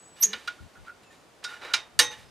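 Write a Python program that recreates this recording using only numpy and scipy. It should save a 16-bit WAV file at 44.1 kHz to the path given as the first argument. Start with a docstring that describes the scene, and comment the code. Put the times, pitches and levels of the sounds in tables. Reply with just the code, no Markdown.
"""A tractor's hitch outdoors, a little right of the microphone, over a quiet country floor.
Far birds whistle at the start. At 0.2 s a dry steel pin squeaks as it is worked in, the frame groans,
and two clinks follow. Light wind touches the microphone; soft rubbing sets the lift arm humming,
and the birds call again. From 1.4 s three more clinks, each louder, ring the arm, the pins and
the frame. Last come a few scuffs, more wind and one far whistle."""
import sys
import numpy as np
from scipy import signal
from scipy.io import wavfile
from scipy.ndimage import uniform_filter1d

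SR = 44100
rng = np.random.default_rng(int(sys.argv[2]) if len(sys.argv) > 2 else 0)


def int16_out(signal):
    """Quantize to a 16-bit WAV file."""
    q = np.round(np.clip(np.atleast_2d(signal).T, -1, 1) * 32767)
    wavfile.write(sys.argv[1], SR, q.astype(np.int16))


N = 101429
T = np.arange(N) / SR

# Blows of steel on steel: (time [s], clatter [dB], arm ring [dB], pin ring [dB],
# contact dulls above [Hz], frame ring [dB], ring time factor [ratio])
CLINKS = [(0.3299, -22, -33, -28.5, 3430, -37, 0.61), (0.474, -26, -27.5, -37.5, 4580, -46, 0.76),
          (1.4396, -28.5, -30.5, -38, 7200, -44, 1.17), (1.7354, -13.5, -25, -20.5, 5770, -33, 0.87),
          (1.9898, -7.5, -27, -21, 13600, -21.5, 1.29)]
# Scuffs and rustles, and the bright hiss of the squeak:
# (time [s], length [s], level [dB], tilt [dB/octave])
SCUFFS = [(0.155, 0.39, -42.5, -3.5), (0.225, 0.024, -22.5, 2.5), (0.846, 0.045, -50, -10.5),
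          (1.032, 0.014, -50, -2), (1.107, 0.079, -53.5, -1.5), (1.427, 0.031, -43.5, -10),
          (1.472, .12, -38, -5.5), (1.606, .17, -36.5, -9.5), (1.648, 0.011, -32, -10),
          (2.107, 0.049, -35.5, -5), (2.16, 0.1, -46, -3)]
CONTACT_S, LAG_CYCLES = .011, 4.317   # parts chatter at each clink; low pitches start later


def amp(db):
    return 10 ** (np.asarray(db) / 20)


def rms_one(x):
    return x / np.sqrt(np.mean(x ** 2) + 1e-20)


def at_hz(points, hz):
    """Reads a (frequency, value) curve on a log frequency axis."""
    frequencies, values = np.transpose(points)
    return np.interp(np.log(hz), np.log(frequencies), values)


def phase_of(hz):
    return 2 * np.pi * np.cumsum(hz) / SR


def drift(hz):
    """Smooth random wander, rms 1."""
    r = np.exp(-2 * np.pi * hz / SR)
    return rms_one(signal.lfilter([1], [1, -2 * r, r * r], rng.standard_normal(N + SR))[SR:])


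def swell(start, length):
    """An arch that rises quickly and falls more slowly."""
    return np.sin(np.pi * np.clip((T - start) / length, 0, 1) ** .6)


def fade(start, length):
    """Rises in a quarter of the length, then dies away."""
    u = np.maximum(T - start, 0) / length * 4
    return u * np.exp(1 - u)


def bandpass(x, low, high):
    return signal.sosfilt(signal.butter(2, [low, high], "band", fs=SR, output="sos"), x)


def bands(pair):
    """Third-octave bands with their centres, cut from two sources in turn."""
    edges = 30 * 2 ** np.arange(0, 9.4, 1 / 3)
    for k, (low, high) in enumerate(zip(edges, edges[1:])):
        yield np.sqrt(low * high), bandpass(pair[k % 2], low, high)


def grit(per_s):
    """Two trains of uneven tiny contacts, rms 1."""
    sizes = amp(3 * np.minimum(rng.exponential(1, (2, N)), 3)) * rng.choice([-1, 1], (2, N))
    return rms_one(sizes * (rng.random((2, N)) < per_s / SR))


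def dull(hz, above_hz):
    """Low-pass gain of a contact."""
    return 1 / np.sqrt(1 + (hz / above_hz) ** 6)


def ring(force, hz, t60):
    """One damped mode driven by a force."""
    r, w = amp(-60 / (t60 * SR)), 2 * np.pi * hz / SR
    return signal.lfilter([.5, 0, -.5], [1, -2 * r * np.cos(w), r * r], force + 1e-18)


def at_hitch(x, hz):
    """Places a sound at the hitch, a little right of the microphone."""
    # Stereo balance: (frequency [Hz], left minus right [dB])
    balance = [(500, 1.1), (2800, -4), (11000, -0.6)]
    return x * amp(at_hz(balance, hz) * np.array([[.5], [-.5]]))


def country_floor(level_db=-56.5, likeness=.59):
    """Far traffic, leaves and microphone hiss, partly alike left and right."""
    # Background spectrum: (frequency [Hz], relative density [dB])
    spectrum = [(30, -9.5), (120, -3.5), (585, -3), (1440, -9), (1950, -13), (2700, -13.5), (9000, -23),
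                (16000, -39.5)]
    out = 0
    for hz, (mid, side) in bands(rng.standard_normal((2, 2, N))):
        stereo = np.sqrt(1 + likeness) * mid + np.sqrt(1 - likeness) * side * [[1], [-1]]
        out += amp(at_hz(spectrum, hz)) * stereo
    return amp(level_db) * rms_one(out)


def far_birds():
    """Thin, wavering whistles in the distance, each sliding down a little."""
    # Calls: (time [s], length [s], start pitch [Hz], end pitch [Hz], level [dB])
    calls = [(-.06, .3, 7900, 7830, -52.5), (-.04, .19, 6750, 6700, -64), (1.0, .3, 7250, 6750, -70),
             (1.02, .13, 2750, 2450, -63), (1.1, .04, 1810, 1800, -54), (2.24, .1, 5100, 5080, -65)]
    out = 0
    for start, length, start_hz, end_hz, db in calls:
        pitch = np.interp(T, [start, start + length], [start_hz, end_hz]) * (1 + .004 * drift(60))
        out += amp(db + 2 * drift(40)) * swell(start, length) * np.sin(phase_of(pitch))
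    return out


def microphone_wind():
    """Lumpy low noise on the microphone ports, stronger on the left."""
    # Gusts: (time [s], length [s], level [dB])
    gusts = [(0.589, 0.11, -41.5), (0.761, 0.13, -50.5), (1.906, 0.34, -53.5), (2.155, 0.25, -58.5)]
    envelope = sum(amp(db) * swell(start, length) ** 2 for start, length, db in gusts)
    envelope *= amp(3 * drift(25))
    rumble = bandpass(rng.standard_normal((2, N)), 55, 137.5)
    rumble[1] -= .5 * rumble[0]   # the right side partly opposes the left
    return rms_one(rumble) * envelope * amp([[3], [-4]])


def frame_groan(start_s=.245, length_s=.15):
    """The frame groans on two unsteady low tones after the squeak."""
    # Groan tones: (frequency [Hz], level [dB])
    partials = [(212, -48.5), (427, -47.5)]
    out = 0
    for hz, db in partials:
        envelope = amp(db + 2.3 * drift(39)) * swell(start_s, length_s)
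        out += envelope * np.sin(phase_of(hz * (1 + .092 * drift(43))))
    return out


def pin_squeak(rough_hz=340, echo_db=-11, echo_t60_s=.24):
    """A dry pin shrieks, octave first, then the fundamental too; it scatters off the tractor body."""
    # Course of the squeak: (time [s], pitch [Hz], fundamental [dB], octave [dB])
    course = [(0.19, 5940, -94, -80), (0.214, 6240, -92, -20.5), (0.224, 5900, -24.5, -29.5),
              (0.231, 5876, -13, -19.5), (.236, 6130, -12, -23.5), (0.248, 6590, -18, -43),
              (.258, 6570, -20, -53.5), (0.262, 6560, -40, -59)]
    times, *columns = np.transpose(course)
    pitch, fundamental_db, octave_db = [np.interp(T, times, column) for column in columns]
    phase = phase_of(pitch * (1 + .015 * drift(rough_hz)))
    flutter = 1 + .75 * np.tanh(drift(rough_hz))
    direct = amp(fundamental_db) * flutter * np.sin(phase) + amp(octave_db) * np.sin(2 * phase)
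    direct *= (T > times[0]) & (T < times[-1])
    scatter = rng.standard_normal(SR // 2) * amp(-60 * T[:SR // 2] / echo_t60_s)
    scatter /= np.sqrt(np.sum(scatter ** 2))
    echo = signal.fftconvolve(uniform_filter1d(direct, size=3), scatter)[:N]
    return at_hitch(direct + amp(echo_db) * echo, 6200)


def clatter_and_scuffs(crack_t60_s=.035, tail_db=-1.5):
    """Loose steel chatters at each clink, then dies away, treble first; scuffs and hiss swell and fade."""
    # Colour of the contacts: (frequency [Hz], relative density [dB])
    spectrum = [(200, -67), (350, -26), (1150, -7.5), (2000, -3.5), (4750, -4.5), (9550, -7),
                (16000, -23.5)]
    # Decay of the clatter: (frequency [Hz], t60 [s])
    tail_t60 = [(300, 0.3), (2000, 0.23), (12000, 0.15)]
    scuffs = [(fade(start, length), db, tilt) for start, length, db, tilt in SCUFFS]
    contacts = grit(per_s=14000)
    out = 0
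    for hz, (mid, side) in bands(np.stack([contacts, contacts[:, ::-1]], axis=1)):
        power = sum(shape * amp(db + tilt * np.log2(hz / 2500)) ** 2 for shape, db, tilt in scuffs)
        for start, db, _, _, above_hz, *_ in CLINKS:
            age = np.maximum(T - start, 0)
            onset = np.minimum(age * hz / LAG_CYCLES, 1) ** 2
            crack = amp(-60 * np.maximum(age - CONTACT_S, 0) / crack_t60_s)
            tail = amp(tail_db - 60 * age / at_hz(tail_t60, hz))
            power += (amp(db) * dull(hz, above_hz) * onset) ** 2 * (crack ** 2 + tail ** 2)
        stereo = mid + amp(-18.5) * side * [[1], [-1]]
        out += at_hitch(stereo * np.sqrt(power) * amp(at_hz(spectrum, hz)), hz)
    return out


def steel_part(modes, level_column, rubbing, scatter_db=2.5, rattle_db=5, rattle_hz=62):
    """Rubbing feeds each mode of a part, and every clink strikes it twice with uneven force."""
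    out = 0
    for hz, mode_db, t60 in modes:
        ringing = ring(rubbing * dull(hz, 2700) / 10, hz, t60)
        for clink in CLINKS:
            start, above_hz, ring_factor = int(clink[0] * SR), clink[4], clink[6]
            touch_s = CONTACT_S * rng.random(2) * [.5, 1] + LAG_CYCLES / hz
            force = np.zeros(SR // 2)
            force[(touch_s * SR).astype(int)] = amp(scatter_db * rng.standard_normal(2)) * [1, .5]
            struck = ring(force, hz, t60 * ring_factor)[:N - start]   # each clink shortens or lengthens the ring
            ringing[start:start + len(struck)] += amp(clink[level_column]) * dull(hz, above_hz) * struck
        waver_db = rattle_db * np.tanh(drift(rattle_hz))   # loose parts make the ring waver
        out += at_hitch(amp(mode_db + waver_db) * ringing, hz)
    return out


def ringing_hitch(rub_db=-13.5):
    """Lift arm, pins and frame ring under the clinks and under the tiny slips of rubbing."""
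    # Modes of the lift arm, the pins and the frame they sit in: (frequency [Hz], level [dB], t60 [s])
    arm_modes = [(1405, -2, .09), (1442, -1, .145)]
    pin_modes = [(2350, -6, .08), (2895, -2, .06), (3540, -4, .07), (3714, -4.5, .26), (3835, -3, .09),
                 (4002, 1, .06), (4690, 4, .04), (5090, -7, .1), (5622, -5, .09), (6650, -7, .07),
                 (8720, -8, .09)]
    frame_modes = [(310, -26, .2), (485, -18, .3), (565, -24, .35), (858, -17, .35), (1066, -13, .2),
                   (1770, 6, .045), (1895, -14, .3), (2562, -15, .22), (3230, -8, .15), (5486, -10, .13),
                   (5892, -11, .2), (6230, -7, .22), (9211, -12, .16)]
    # Slow pushes that set the arm humming: (time [s], length [s], relative level [dB])
    nudges = [(0.577, 0.03, -65), (0.747, 0.046, -56), (0.866, 0.061, -55.5), (1.492, 0.076, -55),
              (1.592, 0.24, -59)]
    slips = grit(per_s=2300)
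    pushes = sum(amp(db) * swell(start, length) for start, length, db in nudges)
    # the dull scuffs also ring the pins and frame
    rubs = sum(amp(db + rub_db) * swell(start, length) for start, length, db, tilt in SCUFFS if tilt < 0)
    arm = steel_part(arm_modes, level_column=2, rubbing=slips[0] * pushes * 2)
    pins = steel_part(pin_modes, level_column=3, rubbing=slips[1] * rubs)
    frame = steel_part(frame_modes, level_column=5, rubbing=slips[0] * rubs * .5)
    return arm + pins + frame


def scene():
    """The hitch and the country around it, as they reach the stereo microphone."""
    hitch = ringing_hitch() + clatter_and_scuffs() + pin_squeak()
    return hitch + far_birds() + frame_groan() + country_floor() + microphone_wind()


def record(dry):
    """The recorder rounds the peaks and cuts the top at 16.4 kHz."""
    lowpass = signal.cheby2(16, 80, 16400, fs=SR, output="sos")
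    return signal.sosfilt(lowpass, np.tanh(dry))


dry = scene()
out = record(dry)
int16_out(out)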